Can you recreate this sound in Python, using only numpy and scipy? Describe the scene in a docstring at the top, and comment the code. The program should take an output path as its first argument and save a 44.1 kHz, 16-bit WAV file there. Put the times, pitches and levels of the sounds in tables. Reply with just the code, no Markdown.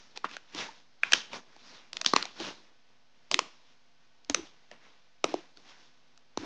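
"""Soft fizzing and squelching dotted with sharp little pops: hands squeeze, fold and poke a heap of foamy
slime on a table, close to a small microphone in a quiet room. Tiny foam cells crackle and wet folds slip
over each other, swelling with every touch. Trapped air pockets burst with a snap and a short ring, finger
holes plop as they open and gurgle as they close, and now and then the heap softly bumps the table."""
import sys
import numpy as np
from scipy import signal
from scipy.fft import rfft, irfft
from scipy.io import wavfile
from scipy.ndimage import uniform_filter1d

SR = 44100
rng = np.random.default_rng(int(sys.argv[2]) if len(sys.argv) > 2 else 0)


def dump_mix(stems):
    """Bounce the given channels to the path in sys.argv[1] as a 16-bit WAV at rate SR."""
    frames = np.atleast_2d(stems).T  # one column per channel
    limited = np.clip(frames, -1, 1)  # hard clip at full scale
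    pcm = np.round(limited * 32767).astype(np.int16)
    wavfile.write(sys.argv[1], SR, pcm)


N = 284445


def gain_of(db):
    """Decibels to an amplitude factor."""
    return 10 ** (np.asarray(db) / 20)


def unit_rms(x):
    """Scales a signal to rms 1."""
    return x / np.sqrt(np.mean(x ** 2) + 1e-20)


def curve_at(points, hz):
    """Reads a curve of (Hz, value) points on a log-frequency axis."""
    point_hz, value = np.transpose(points)
    return np.interp(np.log(hz + 1), np.log(point_hz + 1), value)


def coloured(x, eq):
    """Shapes x with an EQ curve, at rms 1. Each row of eq: frequency in Hz, relative level in dB."""
    gains = gain_of(curve_at(eq, np.fft.rfftfreq(len(x), 1 / SR)))
    return unit_rms(irfft(rfft(x) * gains, len(x)))


def add(mix, start_s, sound):
    """Mixes a sound in at start_s."""
    part = mix[round(start_s * SR):][:len(sound)]
    part += sound[:len(part)]


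def resonate(x, hz, width_hz):
    """A moving resonance: shifts the pitch curve hz down to zero, smooths, and shifts back."""
    carrier = np.exp(2j * np.pi * np.cumsum(hz) / SR)
    pole = np.exp(-np.pi * width_hz / SR)
    return 2 * (carrier * signal.lfilter([1 - pole], [1, -pole], x / carrier)).real


def grains(per_s, spread_db):
    """Random train of tiny clicks, most small and a few large."""
    size = gain_of(spread_db * np.minimum(rng.exponential(1, N), 5)) * rng.standard_normal(N)
    return size * (rng.random(N) < per_s / SR)


def burst(t, rise_s, t60):
    """Envelope that swells ever faster to a sharp peak of 1, then falls 60 dB in t60 seconds."""
    return np.where(t < rise_s, np.minimum(t / rise_s, 1) ** 2.5, gain_of(-60 * (t - rise_s) / t60))


def room_tone():
    """Steady hiss of room and microphone, with a faint mains buzz."""
    # Colour of the hiss. Each row: frequency in Hz, relative level in dB.
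    hiss_eq = [(20, -31.5), (60, -10.5), (120, 0), (300, -16), (630, -3.5), (1200, -5.5), (2500, -4.5),
               (5000, -7), (6300, -11.5), (8000, -29.5), (10000, -39.5)]
    # Partials of the buzz. Each row: frequency in Hz, rms level in dB.
    mains_partials = [(50, -90), (150, -86), (250, -82.5), (500, -88), (700, -86), (900, -91),
                      (1150, -91.5), (1500, -84.5)]
    t = np.arange(N) / SR
    buzz = sum(gain_of(db) * np.sqrt(2) * np.sin(2 * np.pi * (hz * t + rng.random()))
               for hz, db in mains_partials)
    return gain_of(-70.5) * coloured(rng.standard_normal(N), hiss_eq) + buzz


def kneading():
    """Envelopes of small cells, large cells and wet folds: the settling and every crush add in power."""
    # The heap settling between touches. Each row: time in seconds, fizz in dB, squelch in dB.
    settling = [(0, -56.5, -71), (.1, -66, -68), (.5, -67, -72), (.93, -76, -77), (1.3, -71, -63.5),
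                (1.55, -65.5, -71), (1.92, -74, -69.5), (2.58, -60, -63.5), (2.83, -80, -79),
                (2.9, -71.5, -72.5), (2.969, -85, -75), (3.1, -87, -82), (3.15, -76, -74),
                (3.5, -64.5, -76), (3.62, -68.5, -72), (3.72, -66, -74), (3.78, -76, -79), (3.93, -87, -80),
                (4.02, -72.5, -79), (4.119, -82, -80), (4.501, -68, -71.5), (5.151, -80, -82),
                (5.42, -71.5, -74.5), (5.52, -75, -72), (5.949, -74.5, -76), (6.17, -75, -75),
                (6.27, -84, -77.5), (6.45, -73, -79)]
    # Foam giving way under a finger or round a burst pocket. Each row: peak time, rise and hold in
    # seconds, fall in dB per second, fizz and squelch in dB, brightness (small over large cells) in dB.
    crushes = [(0.162, .012, 0.0055, 699, -48, -58, -2.5), (.247, .01, .002, 578, -36, -43.5, -11.5),
               (.29, .015, .02, 234, -52, -63, -2.5), (.338, 0.055, .006, 401, -47.5, -58, -2.5),
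               (.585, .09, 0.025, 172, -37, -44, 0), (.76, .1, .05, 401, -63.5, -71, 1.5),
               (1.046, 0.036, .03, 249.5, -45, -55.5, -7.5), (1.122, 0.077, .01, 298.5, -43, -60, 3.5),
               (1.138, .015, 0.0022, 194, -31.5, -46, 3.1), (1.337, .06, .03, 390.5, -42, -46.5, -5),
               (1.68, .3, .085, 111, -54, -63, -1.7), (1.941, .015, .002, 39, -56, -58.5, 4),
               (2.062, .01, .002, 260, -31.5, -48.5, 9), (2.163, .03, .002, 149.5, -35.5, -43.5, -2),
               (2.365, .04, .015, 297.5, -53, -62, -4.5), (2.409, .07, 0.077, 255, -41.5, -46.5, -0.5),
               (3.321, .015, .002, 330, -37.5, -41.5, 14), (3.4, .03, .005, 172, -51, -50.5, -7),
               (4.302, .012, 0.0022, 647, -41.5, -41, -3.5), (4.354, .02, 0.0018, 189, -45.5, -46.5, -2.5),
               (4.45, .06, .01, 201.5, -57.5, -64.5, 4), (4.725, .04, .002, 250.5, -56.5, -57, -9.5),
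               (4.846, .15, .002, 78.5, -60, -65, -4.5), (5.25, .012, .002, 700, -47, -36, 6),
               (5.29, .06, .002, 108.5, -48, -50, 1), (5.355, .02, 0.0018, 230.5, -53.5, -74, -8),
               (5.575, .04, 0.014, 100, -63, -63.5, 7.5), (5.68, .1, .025, 148.5, -55, -64, -1),
               (5.8, .15, .03, 110.5, -61.5, -68.5, 3.5), (6.381, .02, .03, 52.5, -51.5, -73, 2),
               (6.449, .1, .002, 100, -50.5, -46, -15)]
    t = np.arange(0, N + 20, 20) / SR
    settle_bright_db, climb_db = -.5, 30
    times, fizz_db, squelch_db = np.transpose(settling)
    layers = [(np.interp(t, times, fizz_db), np.interp(t, times, squelch_db), settle_bright_db)]
    for peak_s, rise_s, hold_s, fall_db_per_s, fizz_db, squelch_db, bright_db in crushes:
        attack_db = climb_db * np.minimum((t - peak_s) / rise_s, 0)
        shape_db = attack_db - fall_db_per_s * np.maximum(t - peak_s - hold_s, 0)
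        layers.append((fizz_db + shape_db, squelch_db + shape_db, bright_db))
    small, large, folds = np.zeros((3, len(t)))
    for fizz_db, squelch_db, bright_db in layers:
        small += gain_of(2 * fizz_db) / (1 + gain_of(-2 * bright_db))
        large += gain_of(2 * fizz_db) / (1 + gain_of(2 * bright_db))
        folds += gain_of(2 * squelch_db)
    return [np.interp(np.arange(N) / SR, t, np.sqrt(power)) for power in (small, large, folds)]


def foam():
    """Countless cells crackle (fizz) while wet folds slip over each other (squelch)."""
    # Bright small cells, duller large cells, low wet folds. Each row: frequency in Hz, relative dB.
    small_cell_eq = [(1500, -27), (2600, -16), (3500, -1), (5500, 1.5), (6800, -6), (8000, -26),
                     (10000, -37.5)]
    large_cell_eq = [(500, -20.5), (1000, 0), (1800, -1), (2800, -4), (3800, -11.5), (6000, -50)]
    fold_eq = [(40, -40.5), (110, -11), (200, -1), (400, -3), (1000, -5.5), (1500, -19), (3000, -38)]
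    small, large, folds = kneading()
    fizz_level = np.hypot(small, large)
    cells = grains(per_s=12000, spread_db=1.5)
    fizz = (small * coloured(cells, small_cell_eq) + large * coloured(cells, large_cell_eq)) / fizz_level
    # folds open and shut, so a hollow tint wanders through the fizz
    wander = unit_rms(uniform_filter1d(uniform_filter1d(rng.standard_normal(N), size=3000), size=3000))
    hollow = unit_rms(resonate(fizz, 3100 * np.exp(.3 * wander), width_hz=1000))
    squelch = coloured(grains(per_s=3000, spread_db=2.2), fold_eq)
    return fizz_level * unit_rms(fizz + .5 * hollow) + folds * squelch


def pocket_ring(t, noise, hz, rise_s, t60):
    """A burst pocket rings, dropping quickly onto its pitch, ragged because the torn film flaps."""
    pitch = hz * (1 + .16 * np.exp(-t / .00033))
    width_hz = .34 * hz
    flutter = unit_rms(resonate(resonate(noise, pitch, width_hz), pitch, width_hz))
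    phase = 2 * np.pi * np.cumsum(pitch) / SR
    tone = np.cos(phase - phase[round(rise_s * SR)])  # crests together with the envelope
    return (tone + .45 * flutter) * burst(t, rise_s, t60)


def film_snap(t, noise, rise_s):
    """The film over a pocket tears: a rasp around one sharp crack."""
    # Colour of the tear. Each row: frequency in Hz, relative level in dB.
    snap_eq = [(400, -24), (1200, -9), (2500, -1), (4000, 0.5), (6300, -3), (7500, -14.5), (9500, -34.5),
               (11000, -66.5)]
    crack = coloured(signal.unit_impulse(len(t), round(rise_s * SR)), snap_eq)
    rasp = coloured(noise, snap_eq) * burst(t, rise_s, t60=.0055)
    return rasp + 1.3 * crack / crack.max()


def hole_plop(t, hz, t60):
    """A hole opens with a plop: a sine that dives about an octave onto hz."""
    pitch = hz * (1 + 1.1 * np.exp(-t / .0013))
    return np.sin(2 * np.pi * np.cumsum(pitch) / SR) * burst(t, rise_s=.0037, t60=t60)


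def pops():
    """Air pockets burst: the film snaps, the pocket rings at two pitches, the hole plops."""
    # Each row is one pocket: start in seconds; pitch of first ring, second ring and plop in Hz; level of
    # first ring, second ring, plop and snap in dB; the plop's 60 dB decay time in seconds.
    pockets = [(.172, 780, 2470, 460, -34, -36, -41.5, -31, 0.018),
               (.242, 1150, 2080, 347, -18.5, -35, -31.5, -48, 0.011),
               (0.311, 1670, 2520, 290, -44.5, -43, -50, -42, 0.031),
               (.365, 1510, 2450, 600, -33, -39.5, -36, -36, 0.0053),
               (.546, 1000, 4500, 302, -45, -52.5, -36, -32, 0.062),
               (1.0319, 1630, 2450, 684, -13, -12.5, -37, -38, 0.025),
               (1.1196, 1890, 2550, 735, -25.5, -22, -31, -16, 0.013),
               (1.1318, 1650, 3100, 520, -9, -2.5, -28, -11.5, .012),
               (1.135, 2430, 2750, 610, -19.5, -16.5, -41, -35.5, 0.0081),
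               (1.33, 921, 2440, 550, -34, -27, -44, -43, 0.036),
               (1.562, 820, 4360, 309, -45, -59, -56, -52, 0.029),
               (1.929, 1350, 5050, 600, -49, -34.5, -47.5, -30.5, .015),
               (1.967, 1509, 3460, 597, -38.5, -39.5, -50, -26, .015),
               (2.012, 1060, 5800, 650, -33.5, -36.5, -40, -19.5, 0.036),
               (2.045, 1290, 5170, 694, -29, -31.5, -43, -27, 0.019),
               (2.06, 1710, 3140, 255, -27, -17.5, -35.5, -11, 0.041),
               (2.134, 1160, 4200, 294, -8.5, -18, -11.5, -30.5, 0.0045),
               (2.161, 1093, 4120, 343, -10.5, -23.5, -20, -12.5, 0.0079),
               (2.224, 1390, 4200, 360, -27.5, -27.5, -42, -27, 0.035),
               (2.252, 850, 3770, 734, -40, -42, -45, -31, 0.035),
               (2.399, 846, 3040, 330, -32.5, -30, -40, -33.5, 0.039),
               (3.312, 1080, 4900, 594, -31, -20, -33.5, -19, 0.031),
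               (3.341, 1010, 3850, 288, -23, -24, -32, -10, 0.046),
               (3.389, 1090, 5830, 516, -17, -26.5, -26.5, -17, 0.016),
               (4.245, 1456, 5110, 279, -84, -58, -75.5, -50.5, 0.029),
               (4.296, 621, 957, 286, -23, -29, -27, -19, 0.075),
               (4.344, 1250, 5930, 526, -22, -14.5, -27, -17, .025),
               (4.712, 1812, 2710, 600, -41, -55.5, -40, -44.5, 0.016),
               (5.24, 1267, 654, 350, -15.5, -15, -18.5, -17.5, .025),
               (5.339, 690, 2700, 345, -20, -41, -19.5, -33, 0.029),
               (5.57, 1414, 4430, 380, -52, -47.5, -55, -50, 0.026),
               (6.174, 1317, 4990, 690, -61, -57, -67.5, -49.5, 0.037),
               (6.372, 950, 645, 305, -23, -33.5, -20.5, -25, 0.0099)]
    t, rise_s = np.arange(4096) / SR, .003
    low_cut = signal.butter(4, 180, "high", fs=SR, output="sos")  # so small a source has no deep bass
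    track = np.zeros(N)
    for start_s, first_hz, second_hz, plop_hz, first_db, second_db, plop_db, snap_db, plop_t60 in pockets:
        noise = rng.standard_normal(len(t))
        first = gain_of(first_db) * pocket_ring(t, noise, first_hz, rise_s, t60=.0097)
        second = gain_of(second_db) * pocket_ring(t, noise, second_hz, rise_s, t60=.008)
        snap = gain_of(snap_db) * film_snap(t, noise[::-1], rise_s)
        plop = gain_of(plop_db) * hole_plop(t, plop_hz, plop_t60)
        add(track, start_s, signal.sosfilt(low_cut, first + second + snap + plop))
    return track


def room_reverb(x):
    """Sparse reflections of random sign, each band dying away at its own speed."""
    # The room's decay. Each row: frequency in Hz, time to fall 60 dB in seconds.
    decay_times = [(200, 0.1), (1000, 0.32), (3000, 0.39), (7000, 0.29)]
    taps = np.zeros(SR // 2)
    slots = np.arange(200, len(taps) - 20, 20)
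    taps[slots + rng.integers(0, 20, len(slots))] = rng.choice([-1., 1.], len(slots))
    hz, t, bands = signal.stft(taps, SR, nperseg=256)
    decay = gain_of(-60 * t / curve_at(decay_times, hz)[:, None])
    tail = signal.istft(bands * decay, SR, nperseg=256)[1]
    return signal.fftconvolve(x, tail / np.linalg.norm(tail))[:N]


def gurgles():
    """Air leaves a closing finger hole: noise in one narrow resonance, sinking in pitch and level."""
    # Each row is one hole: start in seconds, length in seconds, level before the fade in dB, pitch in Hz.
    holes = [(0.682, 0.022, -46, 890), (2.402, 0.026, -36.5, 294), (2.473, 0.048, -51.5, 310),
             (3.347, 0.086, -45.5, 345), (4.354, 0.041, -42, 373), (4.383, .02, -36.5, 323),
             (4.398, 0.052, -51.5, 325), (5.261, 0.13, -44.5, 310), (5.34, .07, -48.5, 328),
             (6.383, 0.14, -41.5, 300)]
    pitch_sag, fade_db = .03, -4.5
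    track = np.zeros(N)
    for start_s, length_s, db, hz in holes:
        progress = np.linspace(0, 1, round(length_s * SR))
        pitch = hz * (1 - pitch_sag * (progress - .5))
        noise = rng.standard_normal(SR // 5)[:len(progress)]
        air = unit_rms(resonate(resonate(noise, pitch, width_hz=87), pitch, width_hz=47))
        envelope = gain_of(db + fade_db * progress) * signal.windows.tukey(len(progress), .5)
        add(track, start_s, air * envelope)
    return track


def table_bumps():
    """The heap pushes into the table top with a soft, low thud."""
    # Each row is one push: start in seconds, peak level in dB, pitch in Hz.
    pushes = [(1.336, -59, 139), (2.141, -73, 96.9), (3.329, -68.5, 145), (4.297, -44.5, 70.0),
              (4.399, -53, 74.3), (5.253, -62.5, 146.6), (5.351, -66, 110.6), (6.38, -44.5, 98)]
    t = np.arange(8000) / SR
    envelope = burst(t, rise_s=.008, t60=.09)
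    track = np.zeros(N)
    for start_s, db, hz in pushes:
        add(track, start_s, gain_of(db) * np.sin(2 * np.pi * hz * t) * envelope)
    return track


def scene():
    """Mono mix: pops with a touch of room, over dry gurgles, bumps, foam and room tone."""
    popping = pops()
    holes_and_bumps = gurgles() + table_bumps()
    return (popping + gain_of(-19) * room_reverb(popping) + holes_and_bumps + foam() + room_tone())[None]


def record(dry):
    """The microphone rolls off the top; the converter adds a tiny offset, clips and limits the band."""
    mic_top_hz, band_limit_hz, dc_offset = 9600, 16677, .0013
    mic_filter = signal.firwin(95, mic_top_hz, window=("kaiser", 9), fs=SR)
    band_filter = signal.firwin(511, band_limit_hz, window=("kaiser", 9), fs=SR)
    heard = signal.oaconvolve(dry, mic_filter[None], "same")
    clipped = np.clip(heard + dc_offset, -.92, .97)
    return signal.oaconvolve(clipped, band_filter[None], "same")


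dry = scene()
out = record(dry)
dump_mix(out)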